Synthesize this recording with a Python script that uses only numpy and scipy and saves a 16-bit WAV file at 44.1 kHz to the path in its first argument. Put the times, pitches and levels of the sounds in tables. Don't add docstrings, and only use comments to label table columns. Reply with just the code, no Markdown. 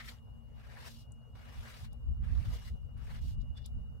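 import sys
import numpy as np
from scipy import signal
from scipy.fft import rfft, irfft, next_fast_len
from scipy.io import wavfile
from scipy.ndimage import uniform_filter1d, map_coordinates

SR = 44100
rng = np.random.default_rng(int(sys.argv[2]) if len(sys.argv) > 2 else 0)


def master(y):
    cut = np.clip(np.atleast_2d(y).T, -1, 1)
    pcm = np.round(cut * 32767)
    wavfile.write(sys.argv[1], SR, pcm.astype(np.int16))


N = 176400

# time_s, rasp_db, hiss_db
STROKE_FADERS = [
    [(0, -61.5, -68.5), (.065, -69.5, -56), (.086, -68.5, -50.5), (.125, -65.5, -60), (.21, -92, -86)],
    [(.5, -89, -96), (.58, -70.5, -76.5), (.835, -60.5, -61.5), (.88, -58.5, -51), (.908, -72.5, -58.5),
     (1.02, -106, -64), (1.08, -99, -96)],
    [(1.335, -108, -107), (1.355, -66, -71.5), (1.61, -64, -63), (1.675, -59, -59), (1.81, -65.5, -59.5),
     (1.85, -66.5, -58), (1.89, -82, -84)],
    [(2.2, -95, -105), (2.235, -67, -74), (2.5, -65, -61.5), (2.555, -62, -56), (2.6, -68.5, -62.5),
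     (2.685, -67.5, -58.5), (2.72, -92, -75.5), (2.79, -107, -84)],
    [(2.95, -98, -104), (2.972, -71.5, -76.5), (3.05, -67.5, -68.5), (3.15, -60, -62.5),
     (3.208, -77.5, -72.5), (3.226, -91, -64.5), (3.315, -81, -62), (3.355, -102, -75)],
]
# freq_hz, gain_db
PILE_EQ = [(200, -24.5), (430, 4), (1500, 4), (2200, 2.5), (3000, -4), (5000, -17.5), (9000, -29)]
TIPS_EQ = [(1200, -19.5), (2500, -5.5), (3400, 0), (5200, -1.5), (6300, -7.5), (9500, -9.5), (10800, -15.5),
           (12000, -9.5), (15500, -17)]
# peak_s, level_db
SHOVE_CUES = [(.006, -46), (.048, -56), (.088, -46.5), (1.675, -60), (2.68, -58.5), (3.15, -66)]
# pitch_hz, width_hz, gain_db
CHATTER_MODES = [(1305, 130, 3), (1740, 270, 2), (2060, 270, 7), (3980, 1660, -6)]
# freq_hz, likeness_ratio
EAR_LIKENESS = [(5000, .08), (8000, .5)]
# freq_hz, left_minus_right_db
LEFT_TILT = [(6500, 2), (9000, 6)]
# pitch_hz, width_hz, level_db
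HUM_LINES = [(123.3, 13.7, -58.5), (227.5, 14.1, -64)]
# freq_hz, gain_db
DRONE_EQ = [(20, -23), (60, 7.5), (135, 0.5), (180, -15), (250, -12.5), (330, -28), (800, -100)]
AIR_EQ = [(350, -10), (430, 9.5), (1450, -2.5), (1700, -12.5), (2800, -16.5), (10700, -23.5), (11700, -18),
          (13000, -23)]
# start_s, level_db, ear_phase_rad
RING_CUES = [(.11, -74.5, 1.4), (.96, -73, 0.37), (1.42, -71, 1.85), (1.82, -73.5, 3), (2.51, -68.5, 0.8),
             (2.7, -74.5, 1.65), (3.14, -72.5, 0.96), (3.65, -74, 2.14)]
# start_s, level_db, centre_hz, width_octaves
TICK_CUES = [(1.12, -54.5, 7960, 0.37), (1.93, -61, 8800, 0.51), (2.977, -70, 9800, 0.16),
             (3.416, -65.5, 6700, 0.25), (3.571, -63, 8100, 0.19), (3.66, -48.3, 8300, .62)]
# peak_s, level_db
SCUFF_CUES = [(1.36, -72), (1.927, -72.5), (3.413, -68), (3.657, -56.5)]
KNOCK_CUES = [(3.186, -64.5), (3.579, -55), (3.622, -69)]
# pitch_hz, width_hz, gain_db
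SCUFF_MODES = [(3590, 440, 2), (5160, 700, -3.5)]
KNOCK_MODES = [(1720, 250, -3.5), (3500, 66, 8), (4950, 570, -8)]
# time_s, left_db, right_db
BREEZE_FADERS = [(1.72, -56, -58), (1.86, -42.5, -50), (2.36, -35.5, -25), (2.58, -42, -42),
                 (2.9, -41, -51.5), (3.25, -37, -33), (3.6, -45.5, -47.5), (3.85, -43, -42.5)]
# peak_s, left_db, right_db
GUST_CUES = [(1.591, -44.5, -40.5), (2.111, -32.5, -35.5), (2.488, -30.5, -37.5), (2.73, -35, -38),
             (3.41, -31.5, -39.5), (3.768, -35, -34.5)]
# freq_hz, gain_db
BUFFET_EQ = [(20, -12.5), (58, 4), (100, -7.5), (220, -23.5), (310, -38.5), (1500, -100)]

TIME_S = np.arange(N) / SR


def amp(db):
    return 10 ** (np.asarray(db) / 20)


def unit(x):
    return x / np.sqrt(np.mean(x ** 2) + 1e-20)


def along(points, hz):
    freqs, values = np.transpose(points)
    return np.interp(np.log(hz + 1), np.log(freqs + 1), values)


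def eq(points):
    return lambda hz: amp(along(points, hz))


def resonances(modes):
    return lambda hz: sum((-1) ** k * amp(db) * 1j * hz * width / (pitch**2 - hz**2 + 1j * hz * width)
                          for k, (pitch, width, db) in enumerate(modes))


def filtered(x, response):
    size = next_fast_len(N + SR // 2)
    return irfft(rfft(x, size) * response(np.fft.rfftfreq(size, 1 / SR)), size)[..., :N]


def noise(response, direct=0):
    def mid_side(hz):
        spread = np.arccos(np.clip(direct * along(EAR_LIKENESS, hz), -1, 1)) / 2
        return response(hz) * np.array([np.cos(spread), np.sin(spread)])
    mid, side = filtered(rng.standard_normal((2, N)), mid_side)
    return unit(np.array([mid + side, mid - side]))


def fuzzy_tone(pitch_hz, width_hz):
    return noise(lambda hz: np.exp(-2 * ((hz - pitch_hz) / width_hz) ** 2))


def patchy(x, depth_db):
    spectrum = signal.stft(x, nperseg=512)[2]
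    patches = rng.standard_normal(spectrum.shape[1:])
    for axis in (0, 1):
        patches = uniform_filter1d(patches, size=5, axis=axis)
    return unit(signal.istft(spectrum * amp(depth_db * unit(patches)), nperseg=512)[1][:, :N])


def wobble(per_s):
    return map_coordinates(rng.standard_normal(4096), [TIME_S * per_s], mode="wrap")


def faders(rows):
    times, *columns = np.transpose(rows)
    return amp([np.interp(TIME_S, times, db) for db in columns])


def swells(cues, rise_db_per_s=904, fall_db_per_s=763):
    return sum(amp(db - np.maximum(rise_db_per_s * (s - TIME_S), fall_db_per_s * (TIME_S - s)))
               for s, db in cues)


def scrub(pile_trim_db=4, tips_trim_db=-1.5, spit_vs_hiss_db=-12, rough_db=1.4, lead_s=.03):
    rasp, hiss = sum(faders(stroke) * (TIME_S >= stroke[0][0] - lead_s) * (TIME_S <= stroke[-1][0])
                     for stroke in STROKE_FADERS)
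    catching = amp(rough_db * wobble(per_s=110))
    pile = patchy(noise(eq(PILE_EQ)), depth_db=3)
    tips = patchy(noise(eq(TIPS_EQ), direct=.6), depth_db=2.5) + amp(spit_vs_hiss_db) * spits()
    return (amp(pile_trim_db) * rasp * unit(pile * catching)
            + amp(tips_trim_db) * hiss * unit(tips * catching))


def spits(per_s=300, spread_db=2.7, decay_cycles=2.5):
    when, pitch, size, pan = rng.random((int(per_s * N / SR), 4)).T[:, :, None]
    age = np.arange(128)
    pitch_hz = 3000 + 12000 * pitch
    cycles = pitch_hz * age / SR
    strength = amp(-spread_db * np.log(size + .0013))
    pings = strength * np.sin(2 * np.pi * cycles) * np.exp(-cycles / decay_cycles)
    at = ((when * N).astype(int) + age).ravel()
    ears = [np.bincount(at, (pings * gain).ravel(), N)[:N]
            for gain in (1, np.sqrt(2) * np.cos(np.pi * pan))]
    return unit(filtered(np.array(ears), eq(TIPS_EQ)))


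def chatter():
    return swells(SHOVE_CUES) * noise(resonances(CHATTER_MODES))


def off_centre(x, left_lead_s=.00032):
    side = np.array([[.5], [-.5]])
    return filtered(x, lambda hz: amp(side * along(LEFT_TILT, hz))
                    * np.exp(2j * np.pi * hz * side * left_lead_s))


def yard_reverb(x, t60_s=.11, send_db=-13):
    t = np.arange(SR // 3) / SR
    tail = rng.standard_normal((2, len(t))) * amp(-60 * t / t60_s)
    return amp(send_db) * signal.fftconvolve(x, tail / np.linalg.norm(tail[0]), axes=1)[:, :N]


def motor(drone_db=-52.5, swell_db=2.6):
    hum = sum(amp(db) * fuzzy_tone(hz, width) for hz, width, db in HUM_LINES)
    drone = noise(eq(DRONE_EQ)) * amp(swell_db * wobble(per_s=14))
    return hum + amp(drone_db) * unit(drone)


def outdoor_air(level_db=-70):
    return amp(level_db) * patchy(noise(eq(AIR_EQ)), depth_db=2.6)


def pole_ring(pitch_hz=2866, fall_db_per_s=4, flutter_db=-10, pan_left_db=4.5):
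    swing = np.zeros((2, N), complex)
    for start_s, db, ear_phase in RING_CUES:
        decay = amp(db - fall_db_per_s * (TIME_S - start_s))
        swing = np.where(TIME_S >= start_s, decay * np.exp(1j * np.array([[0], [ear_phase]])), swing)
    swing = uniform_filter1d(swing, size=700)
    tone = np.sqrt(2) * np.real(swing * np.exp(2j * np.pi * pitch_hz * TIME_S))
    flutter = amp(flutter_db) * np.abs(swing) * fuzzy_tone(pitch_hz, width_hz=58)
    return (tone + flutter) * amp([[pan_left_db / 2], [-pan_left_db / 2]])


def fitting_tick(start_s, level_db, centre_hz, width_octaves, attack_s=.001, t60_s=.016):
    age_s = np.maximum(TIME_S - start_s, 0)
    envelope = np.minimum(age_s / attack_s, 1) * amp(-60 * np.maximum(age_s - attack_s, 0) / t60_s)
    band = noise(lambda hz: 1 / (1 + (np.log2((hz + 1) / centre_hz) / width_octaves) ** 4), direct=1.6)
    return amp(level_db) * envelope * band


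def head_scuffs():
    return swells(SCUFF_CUES) * noise(resonances(SCUFF_MODES))


def wind(lump_db=2.6, lumps_per_s=22, gust_half_width_s=.04):
    lumps = amp(lump_db * np.array([wobble(lumps_per_s), wobble(lumps_per_s)]))
    breeze = faders(BREEZE_FADERS) * unit(lumps)
    gusts = sum(amp([[left], [right]]) * np.exp(-((TIME_S - peak_s) / gust_half_width_s) ** 2)
                for peak_s, left, right in GUST_CUES)
    return np.hypot(breeze, gusts) * noise(eq(BUFFET_EQ))


def head_knocks():
    return swells(KNOCK_CUES) * noise(resonances(KNOCK_MODES))


def scene():
    bristles = scrub() + chatter()
    ticks = sum(fitting_tick(*cue) for cue in TICK_CUES)
    brush = off_centre(bristles + ticks + head_knocks() + head_scuffs())
    return brush + yard_reverb(brush) + pole_ring() + motor() + outdoor_air() + wind()


def record(dry):
    top_hz = 15800
    return filtered(dry, lambda hz: hz < top_hz)


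dry = scene()
out = record(dry)
master(out)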